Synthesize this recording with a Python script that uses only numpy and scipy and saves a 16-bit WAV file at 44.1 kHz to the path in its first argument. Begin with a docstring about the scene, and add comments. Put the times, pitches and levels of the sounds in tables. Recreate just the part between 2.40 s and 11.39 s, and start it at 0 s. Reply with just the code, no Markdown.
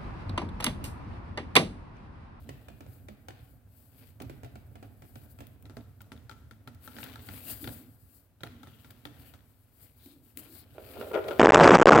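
"""Kitten in a cardboard box

A kitten clambers about, heard close up in stereo. Its claws snag on a cloth pillow to the right, then tick
on cardboard: short noise bursts, with damped modes for the knock of the box and the ring of its wall.
Shaped noise makes the rumble of shifting weight, paw shuffles, groans of the wall and a fine hiss of fur.
At the end the claws rasp hard across a panel, as trains of stick-slip jolts. A small room answers softly.
"""
import sys
import numpy as np
from scipy import signal
from scipy.fft import rfft, irfft, next_fast_len
from scipy.io import wavfile
from scipy.ndimage import uniform_filter1d, map_coordinates

SR = 44100
rng = np.random.default_rng(int(sys.argv[2]) if len(sys.argv) > 2 else 0)


def master(y):
    """Save y as 16-bit WAV."""
    cut = np.clip(np.atleast_2d(y).T, -1, 1)
    pcm = np.round(cut * 32767)  # scale
    wavfile.write(sys.argv[1], SR, pcm.astype(np.int16))


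N = 396459

# Levels in the event tables are before the trims set in scene().
# claws snagging on the pillow: t/s, level/dB
PILLOW_SNAGS = [(0.0907, -37.5), (0.284, -42.5), (0.4067, -44.5), (0.6848, -42.5), (0.8842, -38),
                (1.8013, -42.5), (1.8177, -45), (1.8965, -41), (2.033, -43.5), (2.046, -44), (2.155, -45),
                (2.355, -47.5), (2.427, -45), (2.621, -49), (2.756, -44.5), (2.9873, -48.5),
                (3.0052, -41.5)]
# claws catching on cardboard: t/s, level/dB, ring of the card relative to that level/dB
CARD_TAPS = [(3.2546, -51, 1), (3.2969, -53.5, 11.5), (3.3685, -43.5, 3), (3.6057, -46.5, -9),
             (3.7185, -41.5, 4), (3.895, -42.5, 8.5), (3.9122, -44, 5), (4.1105, -47, 4),
             (4.2748, -41.5, 5), (4.476, -43, 11), (4.5649, -41, -15), (4.585, -35.5, 3),
             (4.6301, -37.5, -13), (4.641, -42, -3), (4.7572, -41.5, 5.5), (4.8872, -35.5, -2),
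             (5.242, -36, -6), (5.274, -32, -3), (6.0062, -51, -10), (6.0336, -29.5, -7),
             (6.2315, -45.5, 7.5), (6.2711, -47.5, 2), (6.4453, -49, 2.5), (6.504, -48.5, -2),
             (6.6529, -34, -4.5), (6.9375, -47, -9), (8.841, -44, -9), (8.8827, -34.5, -23)]
# hard pulls across the panel, the shortest a single knock: t/s, length/s, peak level/dB, bright up to f/Hz
CLAW_PULLS = [(8.382, 0.0023, -31.5, 2170), (8.571, 0.0021, -35, 600), (8.6125, 0.0036, -27.5, 3000),
              (8.623, 0.0091, -29.5, 2000), (8.714, 0.0046, -27.5, 1400), (8.734, 0.013, -26, 3000),
              (8.7431, 0.013, -20.5, 2500), (8.757, 0.009, -17, 1110), (8.7699, 0.016, -20.5, 1310),
              (8.789, 0.007, -27.5, 2200), (8.8847, 0.0088, -26.5, 8000), (8.91, 0.0082, -24.5, 3000),
              (8.929, 0.003, -28, 1400)]
# claws dragging between the pulls: t/s, level/dB
DRAG_LEVEL = [(8.34, -53), (8.4, -43), (8.52, -46.5), (8.56, -34.5), (8.69, -33), (8.81, -36), (8.87, -27),
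              (8.93, -28.5), (8.99, -34)]
# how hard the shifting weight works the box floor: t/s, level/dB
WEIGHT_LEVEL = [(0, -48), (1.15, -56.5), (1.28, -60), (1.74, -56.5), (1.85, -49.5), (2.45, -52.5),
                (4.25, -56.5), (4.58, -55), (5.3, -49.5), (5.6, -59), (5.97, -65), (6.06, -54.5),
                (6.55, -63.5), (6.72, -53), (7.1, -62.5), (7.9, -63), (8.05, -59), (8.99, -53.5)]
# brushing strokes of fur, each with its own share of coarse rustle:
# middle t/s, length/s, hiss level/dB, rustle relative to hiss/dB
FUR_STROKES = [(0.55, 0.18, -64.5, -10), (1.09, 0.2, -67, -21), (1.42, 0.31, -65.5, -14),
               (1.629, 0.25, -61.5, -6), (2.82, 0.68, -65, -14), (4.455, 0.1, -55, -10.5),
               (4.62, 0.32, -55, -3.5), (4.956, 0.3, -49, -8.5), (5.104, 0.12, -40, -13.5),
               (5.26, 0.38, -49.5, -12), (5.5, 0.36, -66, -21), (5.74, 0.26, -62.5, -16.5),
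               (6.45, 0.69, -67, -2.5), (6.85, 0.29, -62, -4), (7.2, 0.81, -71, -12),
               (7.435, 0.18, -57, -14), (7.666, 0.28, -60, -11.5), (7.88, 0.15, -63, -13),
               (7.992, 0.04, -47.5, -14), (8.035, 0.16, -55, -7), (8.162, 0.15, -52, -12.5),
               (8.61, 0.59, -56.5, -2), (8.925, 0.26, -59.5, 4)]
# a paw rubs over cloth or card: middle t/s, length/s, level/dB
PAW_RUBS = [(0.1, 0.91, -74), (0.997, 0.19, -71), (4.695, 0.14, -56), (4.806, 0.11, -61), (6.1, 0.22, -81),
            (8.248, 0.18, -70), (8.611, 0.038, -51.5)]
# the wall groans as the kitten leans on it: t/s, length/s, f/Hz, level/dB
WALL_FLEXES = [(5.204, 0.1, 278, -43.5), (5.328, 0.21, 260, -56.5), (6.068, 0.25, 244, -56),
               (7.654, 0.033, 275, -51), (7.672, 0.21, 280, -59.5), (7.961, 0.069, 274, -47.5),
               (8.06, 0.11, 308, -56)]
# narrow swishes of a claw on card; the very short one is a bright tap:
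# middle t/s, length/s, f/Hz, level/dB
CLAW_SWISHES = [(4.632, 0.0045, 2850, -38), (6.335, 0.32, 3100, -74), (6.88, 0.074, 2830, -68),
                (7.68, 0.24, 3900, -70), (8.167, 0.16, 4200, -66)]
# thin bright clicks of a claw tip alone: t/s, level/dB
TIP_CLICKS = [(1.8214, -46.5), (3.069, -52.5), (3.225, -57.5), (3.6168, -50), (4.347, -57.5),
              (4.6383, -39.5), (6.5073, -50), (7.659, -52.5), (7.9727, -38.5)]
# a paw lands with the kitten's weight on it: t/s, level/dB
PAW_STEPS = [(1.812, -53), (2.426, -59), (3.297, -61.5), (3.37, -52.5), (3.719, -57), (4.274, -58.5),
             (5.278, -50.5), (6.038, -54.5), (6.661, -56.5)]

# colour of a claw leaving the pillow cloth: f/Hz, level/dB
SNAG_COLOUR = [(150, -19), (300, 12.5), (490, 4.5), (720, 9.5), (1050, -3), (1500, -3.5), (2500, -7),
               (4000, -15.5), (6000, -18.5), (9000, -18), (16000, -58)]
# colour of a claw leaving cardboard: f/Hz, level/dB
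TAP_COLOUR = [(120, 0), (260, 10.5), (420, -9), (600, 2), (850, 1), (1080, -17), (1360, 9.5), (1650, 3),
              (2000, 1.5), (2800, -8), (3450, 1.5), (4600, -6.5), (5600, -25.5), (16000, -13)]
# colour of the bright claw tip: f/Hz, level/dB
TICK_COLOUR = [(3000, -5.5), (6000, -1.5), (8500, 3), (11000, 4.5), (15500, 13.5)]
# colour of the box floor under load: f/Hz, level/dB
RUMBLE_COLOUR = [(30, -19), (65, -3.5), (103, 1.5), (130, -7.5), (175, -16), (600, -63)]
# colour of paws on the floor: f/Hz, level/dB
SHUFFLE_COLOUR = [(120, -8.5), (185, -11), (240, 3.5), (295, 0), (335, -11.5), (390, -8.5), (520, -11.5),
                  (700, -11.5), (1000, -24.5), (1600, -21), (4000, -79)]
# colour of coarse fibres: f/Hz, level/dB
RUSTLE_COLOUR = [(400, -17.5), (800, -3), (1080, -2), (1380, 0), (1900, -1), (2600, 0.5), (3300, -2),
                 (4600, -6), (5800, -16.5), (9000, -18), (16000, -7)]
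# colour of fine fur: f/Hz, level/dB
HISS_COLOUR = [(2000, -56), (4500, -11), (6000, -21.5), (8000, -9.5), (10000, -10.5), (12500, -2),
               (15700, -4.5)]
# colour of claws on the panel: f/Hz, level/dB
RASP_COLOUR = [(100, -22.5), (250, -8), (400, 4.5), (620, 1), (750, -3.5), (1050, -11.5), (1400, -8),
               (1700, -21), (2300, -16), (3700, -16.5), (5500, -43.5), (16000, -31)]
# colour of the quiet room tone: f/Hz, level/dB
AIR_COLOUR = [(70, -1.5), (500, -12.5), (6000, -32), (15000, -25)]

# low modes of the whole box: f/Hz, width/Hz, level/dB
BOX_MODES = [(114.2, 19.7, 9), (226.8, 17, 5), (267.3, 6.3, -7.5), (389, 6.6, -21)]
# modes of the scratched panel: f/Hz, width/Hz, level/dB
PANEL_MODES = [(376, 18, 0), (432, 18, -1), (518, 18, -1), (578, 14, 0), (633, 16, 2), (704, 16, -5),
               (802, 20, -2), (1044, 18, 0), (1218, 30, -2), (1358, 32, -1), (1402, 32, -2)]
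# hollow ring of the stiff card wall: f/Hz, width/Hz, level/dB
CARD_MODES = [(883, 41, 1), (1352.5, 53, 9), (1433, 55, -15), (1660, 95, -18), (3870, 720, -17)]

# left-right likeness, mostly falling towards the treble: f/Hz, correlation (no unit)
LIKENESS = [(60, .8), (300, .92), (700, .85), (1400, .6), (3000, .2), (7000, .03)]
# left minus right for sounds near the middle: f/Hz, level/dB
CENTRE_BALANCE = [(100, -1), (300, -7), (1000, -1.5), (3000, 2.5), (8000, -0.5), (14000, 10.5)]
# left minus right for sounds at the left: f/Hz, level/dB
LEFT_BALANCE = [(100, 5.8), (280, 1), (700, 36), (1400, 4.6), (3500, 10), (7000, 4.3), (10000, 9),
                (14000, 17.5)]
# left minus right for the panel and the ringing wall: f/Hz, level/dB
NEAR_BALANCE = [(380, 0.5), (1300, 3.4), (4400, 12.4)]
# decay of the room: f/Hz, t60/s
ROOM_DECAY = [(200, 0.49), (2000, 1), (12000, 0.044)]

TOP_HZ = 15900
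TYPICAL_DB = -44  # an ordinary catch; the knock varies less about it than the snap does
SHUFFLE_DB, SHUFFLE_RUB_DB = -10.5, 3.5  # shuffle relative to the weight and to the rubbing
TOUCH_HISS_DB, TOUCH_RUSTLE_DB = -22.5, -35  # fur in light, constant contact, relative to the weight
STROKE_STEEPNESS, RUB_STEEPNESS = 2.1, 1.9  # how abruptly a movement starts and stops; 2 is a bell
FLEX_WIDTH = 0.27  # width of the groan as a share of its pitch
STEP_T60_S, STEP_RISE_S = 0.19, 0.009
STEP_BOX_DB = -5  # how much of the box's low modes a step wakes
SNAP_RISE_S, CLICK_T60_S = .0007, .024  # a claw breaks free at once, and a lone click is brief
FIBRE_DB, FIBRE_LOW_HZ = 10.5, 3540  # gain of the flicked fibre, and the pitch below which it gives little
RECATCH_GAP_S, RECATCH_DB = .009, -12  # a freed claw catches again: mean wait, and gain before random size
SNAG_RING_DB = -51  # the card under the pillow rings about equally with every snag
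REBOUND_S, REBOUND_DB, REBOUND_TOP_HZ = .0144, -6, 550  # a dull second bump follows each snag
PILLOW_LAG_S = 0.00043  # the pillow lies to the right, so its sound reaches the left later
SLIP_HZ, SLIP_SCATTER, SLIP_SPREAD_DB = 220, .15, 1.5  # rate, unevenness as a share of the period, of size
DRAG_TOP_HZ = 600
ECHO_PILLOW_DB, ECHO_CARD_DB, ECHO_RASP_DB = -13.0, -18, -12.5


def amp(db):
    """Decibels to gain."""
    return 10 ** (np.asarray(db) / 20)


def unit(x):
    """Scale to rms 1; a stereo pair is scaled by its middle."""
    middle = np.atleast_2d(x).mean(0)
    return x / np.sqrt(np.mean(middle ** 2) + 1e-20)


def along(points, hz):
    """Read a (f/Hz, value) curve on a log frequency axis."""
    f, value = np.transpose(points)
    return np.interp(np.log(hz + 1), np.log(f + 1), value)


def level_curve(rows):
    """Draw a (t/s, level/dB) table as one level per sample."""
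    s, db = np.transpose(rows)
    return np.interp(np.arange(N) / SR, s, db)


def wobble(rate):
    """A smooth random curve with rate knots a second."""
    knots = rng.standard_normal(int(N * rate / SR) + 4)
    return map_coordinates(knots, [np.arange(N) * rate / SR])


def filtered(x, response):
    """Pass x through a complex response of frequency."""
    n = x.shape[-1]
    m = 2 * next_fast_len(n // 2 + 4096)
    return irfft(rfft(x, m) * response(np.fft.rfftfreq(m, 1 / SR)), m)[..., :n]


def colour(points, hz, ripple_db=0, ripple_hz=150):
    """Causal filter with a given outline; each spot of contact adds its own small resonances."""
    ripple = map_coordinates(rng.standard_normal(1000), [hz / ripple_hz], mode="wrap")
    outline = amp(along(points, hz) + ripple_db * ripple)
    # folding the cepstrum forward gives minimum phase
    cepstrum = irfft(np.log(outline))
    half = len(cepstrum) // 2
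    cepstrum[1:half] *= 2
    cepstrum[half + 1:] = 0
    return np.exp(rfft(cepstrum))


def resonances(modes, hz):
    """Causal response of a few damped modes."""
    return sum(amp(db) * 1j * hz * w / (c * c - hz * hz + 1j * hz * w) for c, w, db in modes)


def spread(pair, balance, response):
    """Two unrelated excitations become left and right: alike in the bass, apart in the treble."""
    def mid_side(hz):
        turn = np.arccos(np.clip(along(LIKENESS, hz), -1, 1)) / 2
        return response(hz) * np.array([np.ones_like(hz), np.tan(turn)])

    def lean(hz):
        gains = amp(np.outer([.5, -.5], along(balance, hz)))
        return gains / np.sqrt(np.mean(gains ** 2, 0))

    mid, side = filtered(pair, mid_side)
    return filtered(np.array([mid + side, mid - side]), lean)


def left_late(pair, lag):
    """Delay the left side against the right."""
    return filtered(pair, lambda hz: np.exp(np.outer([-1j, 1j], np.pi * hz * lag)))


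def add(track, s, sound):
    """Mix a sound in at time s."""
    start = round(s * SR)
    track[:, start:start + sound.shape[1]] += sound[:, :N - start]


def swell(middle, length, steepness=3):
    """One smooth movement builds up and ebbs."""
    gain = np.zeros(N)
    first = max(0, round((middle - 2 * length) * SR))
    last = min(N, round((middle + 2 * length) * SR))
    near = np.arange(first, last)
    gain[near] = np.exp(-np.abs(2.6 * (near / SR - middle) / length) ** steepness)
    return gain


def movements(rows, steepness):
    """Joint gain of several smooth movements, summed as power."""
    return np.sqrt(sum((amp(db) * swell(middle, length, steepness)) ** 2 for middle, length, db in rows))


def burst(t60, rise, edge=0):
    """A 0.2 s crackle that swells and dies away; edge is the size of the first clean break."""
    t = np.arange(SR // 5) / SR
    crackle = rng.standard_normal((2, len(t))) * amp(-60 * t / t60) * (1 - np.exp(-t / rise))
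    crackle[:, SR // 1500] += edge * np.linalg.norm(crackle[0]) * rng.choice([-1, 1], size=2)
    return crackle


def friction(outline, balance, grain_db, grain_rate):
    """Rubbing of rms 1: noise as countless tiny slips, its level wobbling so that they come in clumps."""
    grains = rng.standard_normal((2, N)) * amp(grain_db * wobble(grain_rate))
    return unit(spread(grains, balance, lambda hz: colour(outline, hz)))


def drifting(x, depth_db):
    """The rubbed spot keeps moving, so its resonances come and go."""
    z = signal.stft(x, nperseg=512)[2]
    field = rng.standard_normal(z.shape[1:])
    for _ in range(2):
        field = uniform_filter1d(field, size=4, axis=0)
        field = uniform_filter1d(field, size=14, axis=1)
    moved = signal.istft(z * amp(depth_db * field / field.std()), nperseg=512)[1]
    return unit(moved[:, :N])


def air():
    """The quiet room tone is steady noise, darker towards the treble."""
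    tone = spread(rng.standard_normal((2, N)), CENTRE_BALANCE, lambda hz: amp(along(AIR_COLOUR, hz)))
    return amp(-71.5) * unit(tone)


def room(x):
    """A small furnished room: a decaying noise tail in which the treble dies first."""
    hz, t, z = signal.stft(rng.standard_normal((2, SR // 2)), SR, nperseg=256)
    decay = amp(-60 * t / along(ROOM_DECAY, hz)[:, None])
    tail = signal.istft(z * decay, SR, nperseg=256)[1]
    tail = np.pad(tail / np.linalg.norm(tail[0]), ((0, 0), (SR // 120, 0)))  # short pre-delay
    return signal.fftconvolve(x, tail, axes=1)[:, :N]


def body(weight, rubbing):
    """Shifting weight rumbles in the box floor, the paws shuffle over it and the wall groans hoarsely."""
    rumble = weight * friction(RUMBLE_COLOUR, CENTRE_BALANCE, grain_db=3.0, grain_rate=30)
    shuffle_gain = np.hypot(amp(SHUFFLE_DB) * weight, amp(SHUFFLE_RUB_DB) * rubbing)
    shuffle = shuffle_gain * friction(SHUFFLE_COLOUR, CENTRE_BALANCE, grain_db=2.0, grain_rate=80)
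    groans = np.zeros(N)
    for s, length, pitch_hz, db in WALL_FLEXES:
        mode = [(pitch_hz, pitch_hz * FLEX_WIDTH, 0)]
        wall = filtered(rng.standard_normal(N), lambda hz: resonances(mode, hz) ** 2)
        groans += amp(db) * swell(s + length / 2, length) * unit(wall)
    return rumble + shuffle + groans


def fur(weight, brushing, rubbing):
    """Fur brushes past, close on the left; stray hairs and fibres tick as it goes."""
    hiss = np.hypot(brushing, amp(TOUCH_HISS_DB) * weight)
    rustle = np.hypot(rubbing, amp(TOUCH_RUSTLE_DB) * weight)
    flicks = (rng.random(N) < 220 / SR) * rng.standard_normal((2, N))  # about 220 a second
    ticks = amp(-5) * unit(spread(flicks, LEFT_BALANCE, lambda hz: colour(RUSTLE_COLOUR, hz)))
    fibres = friction(RUSTLE_COLOUR, LEFT_BALANCE, grain_db=3.2, grain_rate=500)
    coarse = drifting(fibres, depth_db=1.8) + ticks
    hairs = friction(HISS_COLOUR, LEFT_BALANCE, grain_db=0.5, grain_rate=410)
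    fine = drifting(hairs, depth_db=1.0)
    return amp(0.69 * wobble(55)) * rustle * coarse + amp(2.15 * wobble(45)) * hiss * fine


def swishes():
    """A claw on card hisses unevenly in one narrow resonance; a very short swish is heard as a bright tap."""
    track = np.zeros((2, N))
    for middle, length, pitch_hz, db in CLAW_SWISHES:
        mode = [(pitch_hz, pitch_hz / 3, 0)]
        swish = spread(rng.standard_normal((2, N)), LEFT_BALANCE, lambda hz: resonances(mode, hz) ** 2)
        track += amp(db + 3.8 * wobble(60)) * swell(middle, length) * unit(swish)
    return track


def steps():
    """Soft pads thump on the card and set the box swinging on its low modes."""
    def card(hz):
        pads = colour(SHUFFLE_COLOUR, hz, ripple_db=3, ripple_hz=70)
        return pads + amp(STEP_BOX_DB) * resonances(BOX_MODES, hz)

    track = np.zeros((2, N))
    for s, db in PAW_STEPS:
        thump = spread(burst(STEP_T60_S, rise=STEP_RISE_S, edge=1.0), CENTRE_BALANCE, card)
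        add(track, s, amp(db) * unit(thump))
    return track


def clicks(tick_db):
    """A claw tip flicks off a fibre, too lightly to move the box: a brief burst, mostly treble."""
    def tip_and_fibre(hz):
        fibre = amp(FIBRE_DB) * colour(RUSTLE_COLOUR, hz) * 1j * hz / (FIBRE_LOW_HZ + 1j * hz)
        return colour(TICK_COLOUR, hz, ripple_db=4, ripple_hz=394) + fibre

    track = np.zeros((2, N))
    for s, db in TIP_CLICKS:
        click = spread(burst(CLICK_T60_S, rise=.0005, edge=1), LEFT_BALANCE, tip_and_fibre)
        add(track, s, amp(db + tick_db) * unit(click))
    return track


def ringing(rows, ring_db, chatter_db):
    """Each catch rings the card wall with a woody knock; the claw's chatter keeps it sounding faintly."""
    track = np.zeros((2, N))
    for s, db in rows:
        chatter = amp(chatter_db) * unit(burst(.5, rise=.002))
        flick = unit(burst(.003, rise=SNAP_RISE_S, edge=2)) + chatter
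        tension = 1 + .012 * rng.standard_normal()  # shifts all the modes a little
        knock = spread(flick, NEAR_BALANCE, lambda hz: resonances(CARD_MODES, hz * tension))
        add(track, s, amp(db + ring_db) * unit(knock))
    return track


def catching(t60, edge, count=3):
    """The first snap of a claw, then a few usually weaker ones at uneven intervals."""
    snaps = burst(t60, rise=SNAP_RISE_S, edge=edge)
    for wait in np.cumsum(rng.exponential(RECATCH_GAP_S, size=count)):
        again = burst(t60 / 2, rise=SNAP_RISE_S, edge=edge)
        again = np.pad(again, ((0, 0), (round(wait * SR), 0)))
        snaps = snaps + amp(RECATCH_DB) * rng.rayleigh() * again[:, :snaps.shape[1]]
    return snaps


def rebound(hz):
    """Response of a sound followed by its muffled second bump."""
    return 1 + amp(REBOUND_DB) * np.exp(-2j * np.pi * hz * REBOUND_S) / (1 + 1j * hz / REBOUND_TOP_HZ)


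def claws(rows, outline, balance, snap_db, snap_t60, edge, settle_db, settle_t60,
          knock_db, knock_grows, knock_tilt, knock_t60, tick_db, tick_t60):
    """A claw lets go: a sharp snap and a bright tick, then fibres settle and the box swings on its low modes."""
    def snap_colour(hz):
        return colour(outline, hz, ripple_db=2, ripple_hz=170)

    def settle_colour(hz):
        return colour(RUSTLE_COLOUR, hz, ripple_db=2.5, ripple_hz=90)

    def tip_colour(hz):
        return colour(TICK_COLOUR, hz, ripple_db=4, ripple_hz=394)

    track = np.zeros((2, N))
    for s, db in rows:
        snap = spread(catching(snap_t60, edge), balance, snap_colour)
        settle = spread(burst(settle_t60, rise=0.00067), balance, settle_colour)
        tip = spread(burst(tick_t60, rise=.0005, edge=edge), balance, tip_colour)
        contact = amp(snap_db) * unit(snap) + amp(settle_db) * unit(settle) + amp(tick_db) * unit(tip)
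        add(track, s, amp(db) * contact)

        swing = burst(knock_t60, rise=0.0049, edge=0.3) + amp(-18) * burst(0.98, rise=0.023)
        load = 1 + 0.061 * rng.standard_normal()  # the kitten's weight detunes the box
        # a negative tilt is a soft contact, which favours the lowest mode
        box = lambda hz: resonances(BOX_MODES, hz * load) * (1 + hz / 50) ** knock_tilt
        thud = spread(swing, CENTRE_BALANCE, box)
        thud_db = TYPICAL_DB + knock_db + knock_grows * (db - TYPICAL_DB)
        add(track, s, amp(thud_db) * unit(thud))
    return track


def slips(length):
    """A claw sticks and slips for a while: a train of sharp jolts, the first one on time."""
    chance = rng.standard_normal((SR // 10, 2))
    gaps = np.abs(1 + SLIP_SCATTER * chance[1:, 0])
    times = np.append(0, np.cumsum(gaps)) / SLIP_HZ
    held = times < length
    sizes = amp(SLIP_SPREAD_DB * chance[held, 1])
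    jolts = np.bincount((times[held] * SR).astype(int), sizes, round(length * SR) + SR // 2)
    return np.array([jolts, rng.choice([-1, 1]) * jolts])


def scratch(grit_db, pull_grit_db, ring_db, hollow_db, drag_db, uneven_db):
    """Claws drag lightly over the panel, then bite in separate hard pulls that also ring the card wall."""
    def panel(hz):
        return colour(RASP_COLOUR, hz) * (1 + amp(ring_db) * resonances(PANEL_MODES, hz))

    started = np.arange(N) / SR > DRAG_LEVEL[0][0]
    drag = amp(level_curve(DRAG_LEVEL) + drag_db + uneven_db * wobble(70)) * started
    grit = amp(grit_db) * rng.standard_normal((2, N))
    drive = grit + slips(N / SR)[:, :N] * np.sqrt(SR / SLIP_HZ)
    dull_panel = lambda hz: panel(hz) / (1 + 1j * hz / DRAG_TOP_HZ)
    track = spread(drive * drag, NEAR_BALANCE, dull_panel) / np.std(filtered(drive[0], panel))
    for s, length, db, top_hz in CLAW_PULLS:
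        jolts = slips(length)
        t = np.arange(jolts.shape[1]) / SR
        pull_grit = amp(pull_grit_db) * rng.standard_normal(jolts.shape) * np.exp(-(t / length) ** 2)

        def panel_and_wall(hz):
            hollow = amp(hollow_db) * resonances(CARD_MODES, hz)
            return (panel(hz) + hollow) / (1 + 1j * hz / (2 * top_hz)) ** 2

        pull = spread(jolts + pull_grit, NEAR_BALANCE, panel_and_wall)
        add(track, s, amp(db) * pull / np.abs(pull.mean(0)).max())
    return track


def scene():
    """The kitten, its box and the quiet room."""
    weight = amp(level_curve(WEIGHT_LEVEL))
    hiss_moves = [(s, length, db) for s, length, db, _ in FUR_STROKES]
    rustle_moves = [(s, length, db + coarse) for s, length, db, coarse in FUR_STROKES]
    brushing = movements(hiss_moves, STROKE_STEEPNESS)
    rubbing = movements(rustle_moves + PAW_RUBS, RUB_STEEPNESS)

    pillow = claws(PILLOW_SNAGS, SNAG_COLOUR, CENTRE_BALANCE, snap_db=-18, snap_t60=0.031, edge=0.51,
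                   settle_db=-30.0, settle_t60=0.36, knock_db=-14, knock_grows=0.44,
                   knock_tilt=-0.33, knock_t60=0.11, tick_db=-32.0, tick_t60=0.0099)
    pillow = left_late(filtered(pillow, rebound), PILLOW_LAG_S)

    taps = [(s, db) for s, db, _ in CARD_TAPS]
    card = claws(taps, TAP_COLOUR, LEFT_BALANCE, snap_db=-22.5, snap_t60=0.016, edge=0.4,
                 settle_db=-39.0, settle_t60=1.0, knock_db=-17.5, knock_grows=0.41,
                 knock_tilt=0.23, knock_t60=0.079, tick_db=-45.0, tick_t60=0.034)
    rings = [(s, db + ring) for s, db, ring in CARD_TAPS] + [(s, SNAG_RING_DB) for s, _ in PILLOW_SNAGS]
    card = card + ringing(rings, ring_db=-27.5, chatter_db=-10.5) + clicks(tick_db=-14.0)

    rasp = scratch(grit_db=-2.5, pull_grit_db=-20.5, ring_db=4, hollow_db=-7.5, drag_db=-8.0, uneven_db=2.5)
    echo = room(amp(ECHO_PILLOW_DB) * pillow + amp(ECHO_CARD_DB) * card + amp(ECHO_RASP_DB) * rasp)
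    background = air() + echo + body(weight, rubbing)
    return background + fur(weight, brushing, rubbing) + swishes() + steps() + pillow + card + rasp


def record(dry):
    """The microphone loses the deepest bass, below about 42 Hz, and nothing passes above the band limit."""
    return filtered(dry, lambda hz: (hz < TOP_HZ) * hz ** 3 / np.hypot(hz ** 3, 42 ** 3))


dry = scene()
out = record(dry)
master(out)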